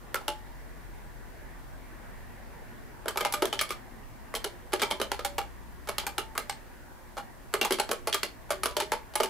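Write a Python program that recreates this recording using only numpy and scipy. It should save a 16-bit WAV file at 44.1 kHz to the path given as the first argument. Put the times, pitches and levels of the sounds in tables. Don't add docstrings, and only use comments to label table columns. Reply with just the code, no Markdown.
import sys
import numpy as np
from scipy import signal
from scipy.fft import rfft, irfft
from scipy.io import wavfile

SR = 44100
rng = np.random.default_rng(int(sys.argv[2]) if len(sys.argv) > 2 else 0)


def volts_from_decibels(level):
    exponent = np.asarray(level, float) / 20
    return 10 ** exponent


def persist_wave(psi):
    counts = np.round(np.clip(psi, -1, 1) * 32767).astype(np.int16)
    wavfile.write(sys.argv[1], SR, np.atleast_2d(counts).T)


N = 409688

# pitch_hz, level_db (per Hz)
HISS_SPECTRUM = [(15, -32), (25, 1), (52, -6.5), (85, -10.5), (124, -13.5), (177, -15.5), (229, -13.5),
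                 (404, -19), (763, -19.5), (839, -16.5), (1410, -27.5), (1660, -18), (2200, -28.5),
                 (3220, -38), (7000, -49.5), (9100, -63), (15400, -120)]
# time_s, level_db
HISS_LEVEL = [(0, -48), (2.3, -46.5), (3, -46.5), (4.5, -47.5), (7, -49), (9.29, -48)]
# pitch_hz, likeness (-1 opposite to 1 equal)
HISS_LIKENESS = [(60, -0.47), (240, 0.18), (950, 0.28), (3770, 0.43), (15000, 0.84)]
# pitch_hz, level_db
HUM_TONES = [(120, -64.5), (240, -69.5), (360, -68)]
# loudest_s, pitch_hz, level_db,
# half_length_s (time from the loudest point down to 37 percent)
ENGINES = [(1.2, 43.95, -53, 2), (5.505, 58.5, -53.5, 1), (6.5, 38.02, -61, 3.6), (8.65, 59.6, -59.5, 0.48)]
OVERTONE_DB = [1.5, -13.5, -14]
# start_s, strength_db, hardness_db (per step of TILT),
# plate_over_cap_db (per step of PLATE), loudest_ring_hz
CONTACTS = [(0.1435, -34, 0.3, 3.5, 1277), (0.1609, -46.5, 3.5, -5.5, 1280.0),
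            (0.2128, -57.0, -4.9, 2, 860.0), (0.2804, -34.5, 0.7, -1.1, 2830),
            (3.0574, -44.5, -6, 1.2, 432), (3.082, -34, 2, 1, 1180), (3.1585, -45, -5, -4, 1250),
            (3.1731, -33, 2, 1, 1260), (3.2075, -33.5, -0.5, 0.5, 3120.0),
            (3.2494, -31, -1.7, -0.5, 2100.0), (3.2938, -64, -2.3, -4, 960.0), (3.324, -40.5, 6, 2.5, 826),
            (3.338, -31.5, 1.6, 0, 1233), (3.4215, -29.5, -2, -1.7, 436), (3.4543, -35, 2, 0.5, 450.0),
            (3.5276, -36, 0.9, -4.5, 3020), (3.5916, -46, 9, -13.5, 3120), (3.6116, -31.2, 3.1, 1, 1198),
            (3.6915, -51, 6, -3, 3320), (3.7057, -36.5, 1, -2, 1230), (4.3399, -40, -4.5, 6, 620),
            (4.3511, -38, 5, -1.5, 584), (4.443, -35.5, 3.6, -1.8, 415), (4.722, -48.5, -1, 0, 3450.0),
            (4.732, -29.5, -0.7, 0, 446), (4.7965, -43.5, 1.2, -5, 3490.0),
            (4.8182, -31.5, 1.9, -1.4, 1000.0), (4.8245, -32.5, 0, 0.5, 3030),
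            (4.9052, -42.8, -1, 2, 960.0), (4.9107, -33.5, 0, -3, 3170), (4.9998, -38.3, -3.5, 0, 423),
            (5.0151, -33, 1, -2.5, 440), (5.1166, -33, 0.2, -2, 824), (5.1923, -42, -2, -4, 1260),
            (5.2483, -33, 1.8, 1, 812), (5.382, -33, -0.2, -0.3, 810), (5.8732, -46, -0.5, 1, 850.0),
            (5.8884, -34.5, 0, 0.5, 643), (5.9824, -34, 2.5, -1, 3080), (6.0346, -57, -10, 4, 950.0),
            (6.0667, -35.5, 1, 4, 2350), (6.181, -32.5, 1.3, -1.5, 1360), (6.3525, -47.5, -4, 6, 970),
            (6.3777, -33, -0.5, 5.8, 2100), (6.4961, -36, 1.9, -2, 830), (7.1688, -45.5, -4, 1.6, 1240),
            (7.1785, -41.5, -3, 0.5, 827), (7.529, -53, -1, 2.7, 850.0), (7.5389, -29, -1.2, 2.5, 417),
            (7.6132, -29.5, 1, -2.3, 2770), (7.6486, -31.5, 1, 0.5, 975), (7.7076, -31.5, -1.5, 0.5, 604),
            (7.7223, -36.5, 6.5, -2, 3230.0), (7.7859, -40.5, -1.5, -5, 1040.0), (7.7984, -29, -1, 1, 4150),
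            (7.8912, -41.5, -1.5, -2.5, 424), (7.9134, -31, 1, 1.5, 463), (8.0722, -32.5, 0.3, 1, 643),
            (8.1272, -41.5, 7.5, -9, 3270.0), (8.1439, -30, 2, 1.5, 1190), (8.2316, -33.5, 2, -1.4, 4270),
            (8.493, -56.5, -4, 1.3, 875), (8.5053, -31, -0.8, 2, 630), (8.6337, -32, 2.8, -1.5, 1230),
            (8.6573, -30.5, 1.8, 0, 457), (8.7095, -53, 0, -5, 616), (8.767, -32, 1, -2, 590),
            (8.8012, -33, 1.5, -3, 880), (8.821, -46, 0.5, -10, 400.0), (8.919, -31.5, -1.2, -0.8, 887),
            (8.9372, -42.5, 0, 1, 920.0), (9.1376, -51.5, 0.9, -3, 750.0), (9.155, -31.0, 2.5, 2.5, 1353),
            (9.2011, -30, -2.0, -1.3, 600.0), (9.233, -33.5, 3.3, -1.5, 410.0)]
# low_hz, high_hz
ZONES = [(250, 750), (750, 1800), (1800, 5500), (5500, 15500)]
ZONE_DB = [-0.5, -3, -1.5, -5]
ZONE_FADE_DB_PER_S = [4, 28, 19, 150]
# pitch_hz, height_over_bare_crack_db
CASE_MODES = [(200, 23), (265, 0), (382, 16), (455, 14), (575, 13), (630, 4.5), (835, 17.5), (980, 2.5),
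              (1120, 10.5), (1276, 15.5), (1420, -19), (1590, 4.5), (2090, 7.5), (2300, 5.5), (2880, 9),
              (3150, 5.5), (3550, -11), (4250, 0.5), (4800, -10.5), (6300, -13), (7500, -5), (8270, 5.5),
              (10600, 13.5), (11300, 4), (12400, 1)]
# start_s, pitch_hz, level_db, t60_s (time to fall 60 dB)
SPRINGS = [(0.281, 856, -29, 0.3), (3.251, 969, -44, 1.2), (3.338, 595, -38, 1.2), (3.529, 896, -47, 1.2),
           (3.707, 359, -57, 1.2), (4.442, 351, -51, 1.2), (4.442, 994, -53, 0.45), (4.818, 926, -41, 1.2),
           (4.909, 1014, -47, 1.2), (5.016, 588, -45, 0.7), (5.248, 572, -40, 0.7), (5.382, 856, -46, 0.45),
           (6.181, 888, -45, 1.2), (6.377, 592, -52, 1.2), (6.496, 885, -51, 0.45), (7.538, 392, -47, 1.2),
           (7.913, 359, -48, 1.2), (8.505, 378, -44, 1.2), (8.656, 990, -45, 1.2), (8.8, 624, -42, 0.7),
           (8.919, 912, -46, 0.45), (9.201, 886, -36, 1.2)]
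# start_s, level_db
ROCKS = [(3.4215, -25), (4.732, -33), (7.539, -33.5), (7.7076, -30.5), (9.2016, -32)]

TILT, PLATE = np.array([-1.5, -.5, .5, 1.5]), np.array([-1, 1, -1, 1])
HIT = int(.25 * SR)
DAMPING = .95
RATTLE_MS = 2.05
CHATTER_DB, CHATTER_T60_S = -6, 0.13
BOUNCES_PER_S, BOUNCE_DB = 250, 3
LOUDEST_DB, LOUDEST_ZONE_DB = 11, 3
STROKE_S = .06
ROOM_T60_S, ROOM_DB, ROOM_DULL_HZ = .22, -13, 7000
ROCK_T60_S = 0.14
MIC_NOISE_DB = -59.5


def rms_one(x):
    return x / np.sqrt(np.mean(x ** 2) + 1e-20)


def in_time(rows):
    s, *columns = np.transpose(rows)
    return [np.interp(np.arange(N) / SR, s, column) for column in columns]


def at_hz(points, hz):
    point_hz, value = np.transpose(points)
    return np.interp(np.log(hz), np.log(point_hz), value)


def band(x, low, high):
    return signal.sosfilt(signal.butter(2, [low, high], "band", fs=SR, output="sos"), x)


def drift(rate_hz):
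    r = np.exp(-80 * np.pi * rate_hz / SR)
    noise = rng.standard_normal(N // 40 + 2002)
    slow = signal.lfilter([1], [1, -2 * r, r * r], noise)[2000:]
    return np.interp(np.arange(N) / 40, np.arange(len(slow)), rms_one(slow))


def add(out, s, sound):
    i = round(s * SR)
    out[..., i:i + sound.shape[-1]] += sound[..., :N - i]


def hiss(patchy_db=2.0):
    out, edges = 0, 22 * 2 ** np.arange(0, 8.1, .25)
    white = rng.standard_normal((2, 2, N))
    for k, (low, high) in enumerate(zip(edges, edges[1:])):
        middle_hz = np.sqrt(low * high)
        mid, side = band(white[k % 2], low, high)
        alike = np.clip(at_hz(HISS_LIKENESS, middle_hz), -1, 1)
        gain = volts_from_decibels(at_hz(HISS_SPECTRUM, middle_hz) + patchy_db * drift(5.0))
        stereo = np.sqrt(1 + alike) * mid + np.sqrt(1 - alike) * side * [[1], [-1]]
        out = out + gain * stereo
    return volts_from_decibels(in_time(HISS_LEVEL)[0]) * rms_one(out)


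def hum(waver_db=1.5):
    t, out = np.arange(N) / SR, 0
    for hz, level_db in HUM_TONES:
        level = np.sqrt(2) * volts_from_decibels(level_db + waver_db * drift(1.3))
        out = out + level * np.sin(2 * np.pi * hz * t)
    return out


def drones(waver_db=0.5, side_db=2.0):
    out, t = 0, np.arange(N) / SR
    for s, hz, level_db, half_s in ENGINES:
        phase = 2 * np.pi * np.cumsum(hz + 0.6 * drift(1.0)) / SR
        level = np.sqrt(2) * volts_from_decibels(level_db + waver_db * drift(2.6))
        swell = level * np.exp(-((t - s) / half_s) ** 2)
        for k, overtone_db in enumerate(OVERTONE_DB):
            mid = np.sin((k + 1) * phase)
            side = volts_from_decibels(side_db) * np.sin((k + 1) * phase + 1.2)
            out = out + swell * volts_from_decibels(overtone_db) * np.array([mid + side, mid - side])
    return out


def case_body(ring_hz, spread_db, detune):
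    t = np.arange(HIT) / SR
    hz, mode_db = np.transpose(CASE_MODES)
    t60 = DAMPING / np.sqrt(hz[:, None])
    chance = rng.standard_normal((2, len(hz)))
    best = np.arange(len(hz)) == np.argmin(abs(hz - ring_hz))
    pitch_hz = np.where(best, ring_hz, hz * (1 + detune * chance[0]))
    phase = 2 * np.pi * np.outer(pitch_hz, t)
    rings = np.cos(phase) * volts_from_decibels(-60 * t / t60) * 2 * np.log(1000) / (SR * t60)
    body = volts_from_decibels(mode_db + np.where(best, LOUDEST_DB, spread_db * chance[1])) @ rings
    body[0] += 1
    return body


def impact_rattle(tick_db, rise_s):
    t = np.arange(HIT) / SR
    blow = np.exp(-1000 * t / RATTLE_MS) * (1 - 0.5 * np.exp(-t / rise_s))
    bounces = volts_from_decibels(BOUNCE_DB * rng.standard_normal(HIT))[(t * BOUNCES_PER_S).astype(int)]
    chatter = bounces * volts_from_decibels(CHATTER_DB - 60 * t / CHATTER_T60_S)
    impacts = rng.standard_normal((2, HIT)) * np.sqrt(rng.exponential(1, HIT))
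    rattle = impacts * (blow + chatter)
    rattle[0, 0] = volts_from_decibels(tick_db)
    return rattle


def keys(spread_db=5.0, detune=0.032, tick_db=11.0, side_db=-7.0, side_hz=3720.0, low_hz=268.0, rise_s=0.0017):
    out, t = np.zeros((2, N)), np.arange(HIT) / SR
    for s, level_db, hard_db, plate_db, ring_hz in CONTACTS:
        lift_db = [LOUDEST_ZONE_DB * (low <= ring_hz < high) for low, high in ZONES]
        zone_db = level_db + hard_db * TILT + plate_db * PLATE + ZONE_DB + lift_db
        body = case_body(ring_hz, spread_db, detune)
        rattle = impact_rattle(tick_db, rise_s)
        struck = irfft(rfft(body, 2 * HIT) * rfft(rattle, 2 * HIT))[:, :HIT]
        for k, (low, high) in enumerate(ZONES):
            sign = (-1) ** k
            part = band(struck, low, high) * sign * volts_from_decibels(-ZONE_FADE_DB_PER_S[k] * t)
            first_10_ms = part[0, :SR // 100]
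            add(out, s, volts_from_decibels(zone_db[k]) * part / np.std(first_10_ms))
    mid, side = signal.sosfilt(signal.butter(4, low_hz, "high", fs=SR, output="sos"), out)
    side_treble = signal.lfilter(*signal.butter(1, side_hz, "high", fs=SR), side)
    side = volts_from_decibels(side_db) * side_treble + 0.12 * side
    return np.array([mid + side, mid - side])


def room(x, rise_s=0.0089):
    t = np.arange(SR // 2) / SR
    tail = rng.standard_normal((2, len(t))) * volts_from_decibels(-60 * t / ROOM_T60_S) * (1 - np.exp(-t / rise_s))
    mid, side = signal.sosfilt(signal.butter(1, ROOM_DULL_HZ, fs=SR, output="sos"), tail)
    tail = mid + 0.72 * side * np.array([[1], [-1]])
    tail = tail / np.sqrt(np.sum(tail[0] ** 2))
    return volts_from_decibels(ROOM_DB) * signal.fftconvolve(x, tail, axes=1)[:, :N]


def springs(rise_s=0.0012, stop_s=0.0027):
    out, t = np.zeros(N), np.arange(SR) / SR
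    touches = np.append(np.transpose(CONTACTS)[0], np.inf)
    for s, hz, level_db, t60 in SPRINGS:
        length = touches[touches > s + STROKE_S][0] - s
        damped = np.exp(-np.maximum(t - length, 0) / stop_s)
        envelope = volts_from_decibels(level_db - 60 * t / t60) * (1 - np.exp(-t / rise_s)) * damped
        add(out, s, envelope * np.sin(2 * np.pi * hz * t))
    return out


def rocking(rise_s=0.0013):
    out, t = np.zeros(N), np.arange(HIT) / SR
    beat = sum(np.sin(2 * np.pi * hz * t) for hz, _ in CASE_MODES[2:5])
    for s, level_db in ROCKS:
        add(out, s, volts_from_decibels(level_db - 60 * t / ROCK_T60_S) * (1 - np.exp(-t / rise_s)) * beat)
    return out


def scene():
    background = hiss() + hum() + drones()
    pan = volts_from_decibels(np.array([[-.4], [.4]]))
    board = (keys() + rocking()) * pan
    return background + board + room(board) + springs() * pan


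def top_cut(x):
    return signal.sosfilt(signal.butter(12, 16820, fs=SR, output="sos"), x)


def record(dry, top_hz=16250.0):
    noisy = dry + volts_from_decibels(MIC_NOISE_DB) * rng.standard_normal(dry.shape)
    heard = signal.sosfilt(signal.cheby2(12, 50, top_hz, fs=SR, output="sos"), noisy)
    return top_cut(heard)


dry = scene()
out = record(dry)
persist_wave(out)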